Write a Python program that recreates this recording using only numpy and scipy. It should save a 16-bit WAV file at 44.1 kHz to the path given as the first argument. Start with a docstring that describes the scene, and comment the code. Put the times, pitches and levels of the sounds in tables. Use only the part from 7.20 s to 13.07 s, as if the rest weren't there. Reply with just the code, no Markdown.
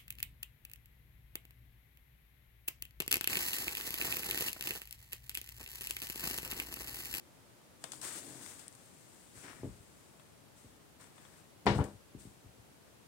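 """Faint hush of a small room at night, then a hand sliding close by over a taped plastic pane.
Tiny friction slips make its fizz, scrape and rub; the plastic snaps in dry ticks.
The floorboards thud softly. A boxy object is set down hard, rings, rocks and settles; a low hum
lingers and a few small bumps follow. The near sounds sit to the left; the room answers briefly."""
import sys
import numpy as np
from scipy import signal
from scipy.fft import rfft, irfft, next_fast_len
from scipy.io import wavfile
from scipy.ndimage import map_coordinates

SR = 44100
rng = np.random.default_rng(int(sys.argv[2]) if len(sys.argv) > 2 else 0)


def pcm_store(signal):
    """Save signal as 16-bit PCM."""
    levels = np.round(np.clip(np.atleast_2d(signal), -1, 1) * 32767)
    wavfile.write(sys.argv[1], SR, levels.astype(np.int16).T)


N = 258867
TIME_S = np.arange(N) / SR
EVENT_S = np.arange(SR * 3 // 4) / SR  # time axis of one event


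def amp(db):
    """Decibels to gain."""
    return 10 ** (np.asarray(db) / 20)


def curve_at(points, hz):
    """Interpolate (freq_hz, value) points on a log frequency axis."""
    freqs_hz, values = np.transpose(points)
    return np.interp(np.log(hz + 1), np.log(freqs_hz + 1), values)


def filtered(x, response):
    """Apply response(hz) by FFT."""
    n = x.shape[-1]
    size = next_fast_len(n + 8192)
    return irfft(rfft(x, size) * response(np.fft.rfftfreq(size, 1 / SR)), size)[..., :n]


def coloured(x, spectrum):
    """Apply a minimum-phase, unit-energy filter shaped like the spectrum."""
    size = 4096
    gain_db = np.maximum(curve_at(spectrum, np.fft.rfftfreq(size, 1 / SR)), -80)
    cepstrum = irfft(np.log(amp(gain_db)))
    causal_fold = np.r_[1, np.full(size // 2 - 1, 2), 1, np.zeros(size // 2 - 1)]
    impulse = irfft(np.exp(rfft(cepstrum * causal_fold)))
    impulse /= np.linalg.norm(impulse)
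    return signal.fftconvolve(x, impulse[None], axes=1)[:, :x.shape[1]]


def stereo(noise_pair, spectrum, coherence):
    """Two independent noises to a coloured, partly coherent left and right; mid rms 1."""
    def mid_side_gains(hz):
        angle = np.arccos(np.clip(curve_at(coherence, hz), -1, 1)) / 2
        return amp(curve_at(spectrum, hz)) * [np.cos(angle), np.sin(angle)]
    mid, side = filtered(noise_pair, mid_side_gains)
    return np.array([mid + side, mid - side]) / np.std(mid)


def panned(x, balance):
    """Constant-power pan by frequency."""
    def channel_gains(hz):
        left_over_right_db = curve_at(balance, hz)
        mean_power = np.cosh(np.log(amp(left_over_right_db)))
        return amp(np.outer([0.5, -0.5], left_over_right_db)) / np.sqrt(mean_power)
    return filtered(x, channel_gains)


def add(track, start_s, sound):
    """Mix a sound in at start_s."""
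    part = track[:, round(start_s * SR):][:, :sound.shape[-1]]
    part += sound[..., :part.shape[-1]]


# Noise floor: freq_hz, density_db
HUSH_SPECTRUM = [(15, -54), (25, -56), (53, -8.5), (123, -1.5), (216, -5), (352, -7), (382, -8), (542, -10),
                 (587, -9.5), (749, -12.5), (881, -13), (1680, -18), (5820, -23.5), (8730, -22.5),
                 (15800, -29.5)]
# Left-right likeness of the hush: freq_hz, coherence
HUSH_COHERENCE = [(100, 0.25), (1000, 0)]
# Pan of the hush: freq_hz, left_over_right_db
HUSH_BALANCE = [(60, 12.5), (180, 3.5), (550, 1), (1650, 1.0), (4970, 1), (15000, 1)]
def room_hush():
    """Still air and microphone hiss: steady coloured noise."""
    noise = stereo(rng.standard_normal((2, N)), HUSH_SPECTRUM, HUSH_COHERENCE)
    return amp(-63) * panned(noise, HUSH_BALANCE)


# Left-right likeness of friction and room echo: freq_hz, coherence
NEAR_COHERENCE = [(100, 0.68), (300, 0.9), (700, 0.69), (1500, 0.25), (3000, 0)]
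def friction(spectrum, slips_per_s, spread_db, smooth_gain):
    """Tiny slips of uneven size over smooth rubbing noise."""
    slips = (rng.random(N) < slips_per_s / SR) * rng.standard_normal((2, N))
    slips *= amp(spread_db * np.minimum(rng.exponential(size=N), 4))
    slips /= np.sqrt(np.mean(slips ** 2) + 1e-20)
    return stereo(slips + smooth_gain * rng.standard_normal((2, N)), spectrum, NEAR_COHERENCE)


# Hand strokes, relative levels: start_s, length_s, fade_s, fizz_db, scrape_db, rub_db
HAND_STROKES = [(0.599, 0.26, 0.1, -66, -71.5, -62.5), (0.811, 0.078, 0.079, -45.5, -52, -64),
                (0.901, 0.081, 0.07, -47.5, -54, -57), (1.004, 0.18, 0.22, -55.5, -63, -53.5),
                (1.203, 0.11, 0.21, -53.5, -62, -65), (1.37, 0.05, 0.17, -63, -65.5, -74),
                (1.5, 0.69, 0.2, -67, -75.5, -75), (2.137, 0.08, 0.47, -59.5, -64, -75),
                (2.22, 0.077, 0.18, -67, -53.5, -58.5), (2.42, 0.43, 0.65, -72, -77.5, -77),
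                (3.352, 0.045, 0.25, -66.5, -74, -77), (3.787, 0.027, 0.14, -61.5, -61, -68),
                (3.937, 0.26, 0.13, -69.5, -70.5, -76), (4.535, 0.04, 0.12, -59.5, -70, -80),
                (4.98, 0.027, 0.18, -60.5, -73, -80)]
def stroke_envelopes(attack_s=0.025):
    """Fizz, scrape and rub gains: each stroke speeds up, holds, then falls 20 dB per fade_s."""
    power = np.zeros((3, N))
    for start_s, length_s, fade_s, *levels_db in HAND_STROKES:
        attack = np.clip((TIME_S - start_s) / attack_s, 0, 1)
        release = amp(-20 * np.maximum(TIME_S - start_s - length_s, 0) / fade_s)
        power += np.outer(amp(levels_db), attack * release) ** 2
    return np.sqrt(power)


# High, middle and low friction bands: freq_hz, density_db
FIZZ_SPECTRUM = [(2060, -17), (3500, -9.5), (4150, -10), (5830, -9), (8410, 0), (12000, -15),
                 (15100, -17.5), (15800, -15.5)]
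SCRAPE_SPECTRUM = [(290, -4.5), (500, -5.5), (756, -7.5), (996, -3), (1230, -3.5), (1360, -2), (1780, -1),
                   (2260, -4), (3290, -13.5), (4500, -19), (5850, -10), (9900, -120)]
RUB_SPECTRUM = [(71, -27), (120, -4), (216, -9), (270, 0.5), (470, -12.5), (800, -17.5), (1040, -21),
                (1760, -120)]
def sliding_hand(flutter_hz=45, flutter_db=0.46):
    """Skin and sleeve slide over the pane; the pressure flutters."""
    fizz_gain, scrape_gain, rub_gain = stroke_envelopes()
    fizz = amp(0.6) * friction(FIZZ_SPECTRUM, slips_per_s=2500, spread_db=1.5, smooth_gain=2.0)
    scrape = amp(0.56) * friction(SCRAPE_SPECTRUM, slips_per_s=700, spread_db=2.5, smooth_gain=1.0)
    rub = amp(-1.5) * friction(RUB_SPECTRUM, slips_per_s=1100, spread_db=0, smooth_gain=2.3)
    knots = rng.standard_normal(int(N * flutter_hz / SR) + 4)
    flutter = map_coordinates(knots, [TIME_S * flutter_hz])
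    return (fizz_gain * fizz + scrape_gain * scrape + rub_gain * rub) * amp(flutter_db * flutter)


# Room decay: freq_hz, t60_s
ROOM_DECAY = [(80, 0.53), (300, 0.26), (1000, 0.28), (3500, 0.3), (10000, 0.45)]
def room_tail():
    """Diffuse echo: fresh stereo noise, each frequency dying at its own rate."""
    noise = stereo(rng.standard_normal((2, len(EVENT_S))), [(1, 0)], NEAR_COHERENCE)
    hz, time_s, bins = signal.stft(noise, SR, nperseg=256)
    decay = amp(-60 * time_s / curve_at(ROOM_DECAY, hz)[:, None])
    _, tail = signal.istft(bins * decay, SR, nperseg=256)
    return tail[:, :len(EVENT_S)]


# Bright snap and duller body of a tick: freq_hz, density_db
SNAP_SPECTRUM = [(1760, -37), (3000, -12.5), (3870, -13.5), (4170, -8.5), (5200, -8.5), (5760, -10.5),
                 (8530, -2.5), (13300, -22), (15500, -25)]
SNAP_BODY_SPECTRUM = [(88, -25), (150, -5.5), (1030, 2), (1880, -1), (2440, -6), (3210, -10), (3490, 0.5),
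                      (4000, -11), (5200, -53), (8800, -120)]
# Ticks, relative levels: start_s, level_db, body_db, t60_s
PLASTIC_TICKS = [(0.6399, -29, 3, 0.016), (0.6427, -38, 12.5, 0.014), (0.7196, -30.5, -11, 0.025),
                 (0.734, -42, 4, 0.019), (0.8147, -33, -15, 0.023), (1.262, -34.5, 0, 0.0097),
                 (1.393, -41.5, -6, 0.027), (1.4811, -28, -40, 0.003), (1.5265, -46, -15, 0.006),
                 (1.5515, -42, -15, 0.007), (2.997, -57, 10, 0.026), (3.842, -50, 7, 0.012),
                 (3.98, -55, 11, 0.025), (4.052, -52, 9, 0.021), (4.459, -42.5, 7, 0.039),
                 (4.6409, -37, -30, 0.02)]
def plastic_ticks(usual_t60_s=0.015):
    """The plastic snaps in brief noise bursts; longer cracks stir the room more."""
    track = np.zeros((2, N))
    for start_s, level_db, body_db, t60_s in PLASTIC_TICKS:
        crack = amp(-60 * EVENT_S / t60_s) * rng.standard_normal((2, len(EVENT_S)))
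        echo = amp(-23.5) * (t60_s / usual_t60_s) ** 2 * room_tail()
        snap = coloured(crack + echo, SNAP_SPECTRUM)
        body = amp(body_db - 3.5) * coloured(crack + echo, SNAP_BODY_SPECTRUM)
        add(track, start_s, amp(level_db - 5.5) * (snap + body))
    return track


def ringing(modes, scatter_db):
    """Damped sine modes; their strengths vary from event to event."""
    pitch_hz, level_db, t60_s = np.transpose(modes)[:, :, None]
    varied_db = level_db + scatter_db * rng.standard_normal(level_db.shape)
    envelopes = amp(varied_db - 60 * EVENT_S / t60_s)
    return np.sum(envelopes * np.sin(2 * np.pi * pitch_hz * EVENT_S), axis=0)


def softened(x, cutoff_hz):
    """Low-pass: the softer the sound, the less treble it keeps."""
    return signal.lfilter(*signal.butter(2, cutoff_hz, fs=SR), x)


def board_flex(pitch_hz, swell_s):
    """The boards give way and spring back: a low tone that swells and dies."""
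    progress = EVENT_S / swell_s
    envelope = progress ** 3 * np.exp(3 - 3 * progress)
    return -np.sin(2 * np.pi * pitch_hz * EVENT_S) * envelope


# Floorboard modes: pitch_hz, level_db, t60_s
BOARD_MODES = [(58.5, -13, 0.24), (130, -11, 0.38), (218, -12, 0.1), (280, -3, 0.14), (334, -10, 0.094),
               (404, -1.5, 0.036), (647, -14, 0.075), (835, -14, 0.043)]
# The floor as the room returns it: freq_hz, density_db
FLOOR_SPECTRUM = [(40, -15), (100, -1), (300, -1.5), (450, -4), (700, -12), (1200, -15.5), (3000, -47)]
# Soft thuds and bumps, relative levels: start_s, level_db, cutoff_hz
# The row at 4.736 s is the low hum lingering after the box settles.
FLOOR_SOUNDS = [(2.155, -53, 450), (2.399, -45, 200), (2.433, -33, 700), (2.4436, -34.5, 520),
                (2.456, -39.5, 450), (2.474, -37, 280), (2.508, -44.5, 220), (2.585, -48, 200),
                (3.445, -48, 360), (4.736, -44, 144), (4.949, -36.5, 262), (5.053, -40.5, 320),
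                (5.245, -44, 192), (5.382, -54, 130)]
def floorboards(flex_db_per_db=0.41):
    """The boards ring in their low modes and barely stir the room; even faint sounds carry a low tone."""
    track = np.zeros((2, N))
    for start_s, level_db, cutoff_hz in FLOOR_SOUNDS:
        pulse = coloured(amp(11) * (EVENT_S == 0) + amp(-15) * room_tail(), FLOOR_SPECTRUM)
        ring = amp(-6) * ringing(BOARD_MODES, scatter_db=1.5)
        low_tone = amp(-32.5 + flex_db_per_db * level_db) * board_flex(pitch_hz=95.3, swell_s=0.011)
        add(track, start_s, amp(level_db) * softened(pulse + ring, cutoff_hz) + low_tone)
    return track


# Modes of the whole box and of its struck wall: pitch_hz, level_db, t60_s
BOX_MODES = [(95, -12, .36), (146, -16, .25), (203, -4.5, .33), (275, -9, .22), (345, -13, .3),
             (427, -15, .25), (490, -16, .3), (573, -18, .3), (630, -21, .25), (838, -10.5, .22),
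             (960, -11, .15), (1187, -22, .25), (2005, -23, .25), (2280, -24, .22), (2645, -27, .2)]
BOX_WALL_MODES = [(302, -10, 0.042), (826, -3.5, 0.027), (1000, -10, .02)]
# A contact as the room returns it: freq_hz, density_db
CLATTER_SPECTRUM = [(150, -20), (260, -4), (650, -6), (783, -7.5), (853, -6), (1260, -12.5), (1490, -9.5),
                    (2320, -16), (2530, -17.5), (2750, -16), (3930, -17.5), (8010, -28.5), (15000, -50)]
# Landing, rocking, settling, relative levels: start_s, level_db, hardness_hz, push_db
BOX_CONTACTS = [(4.456, -28, 350, -2), (4.4664, -15.5, 4800, -12), (4.4692, -21.5, 1500, -18),
                (4.5014, -24, 900, 5), (4.554, -28.5, 503, 9), (4.582, -25.5, 600, 1),
                (4.589, -23, 1120, -18), (4.595, -33, 350, 16), (4.603, -34.5, 2800, -8),
                (4.635, -44, 450, 12)]
def box_set_down(crack_knee_hz=800):
    """Each contact rings the box, pushes the boards and fills the room; harder ones crack more."""
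    track = np.zeros((2, N))
    for start_s, level_db, hardness_hz, push_db in BOX_CONTACTS:
        crack_gain = amp(6) / (1 + (crack_knee_hz / hardness_hz) ** 2)
        clatter = coloured(crack_gain * (EVENT_S == 0) + amp(-12) * room_tail(), CLATTER_SPECTRUM)
        ring = amp(-5) * ringing(BOX_MODES, scatter_db=0.8)
        clack = crack_gain * amp(-7) * ringing(BOX_WALL_MODES, scatter_db=0.8)
        strike = softened(clatter + ring + clack, hardness_hz)
        push = amp(push_db - 3) * board_flex(pitch_hz=104, swell_s=0.0078)
        add(track, start_s, amp(level_db) * (strike + push))
    return track


# Pan of the near sounds: freq_hz, left_over_right_db
NEAR_BALANCE = [(60, 17), (110, 3), (200, 5), (380, 1), (700, 6.5), (1300, 7.5), (2400, 12.5), (4400, 15),
                (8100, 9), (15000, 2.5)]
def scene(left_lag_s=0.00013):
    """Near sounds, louder and slightly later on the left, over the steady hush."""
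    near = panned(sliding_hand() + plastic_ticks() + floorboards() + box_set_down(), NEAR_BALANCE)
    lagged = filtered(near, lambda hz: np.exp(np.pi * left_lag_s * np.outer([-1j, 1j], hz)))
    return room_hush() + lagged


def record(dry):
    """The microphones shed the deep bass and keep nothing above the band limit."""
    bass_hz, top_hz = 48, 15850
    bass_cut = signal.butter(8, bass_hz, "high", fs=SR, output="sos")
    return filtered(signal.sosfilt(bass_cut, dry), lambda hz: hz < top_hz)


dry = scene()
out = record(dry)
pcm_store(out)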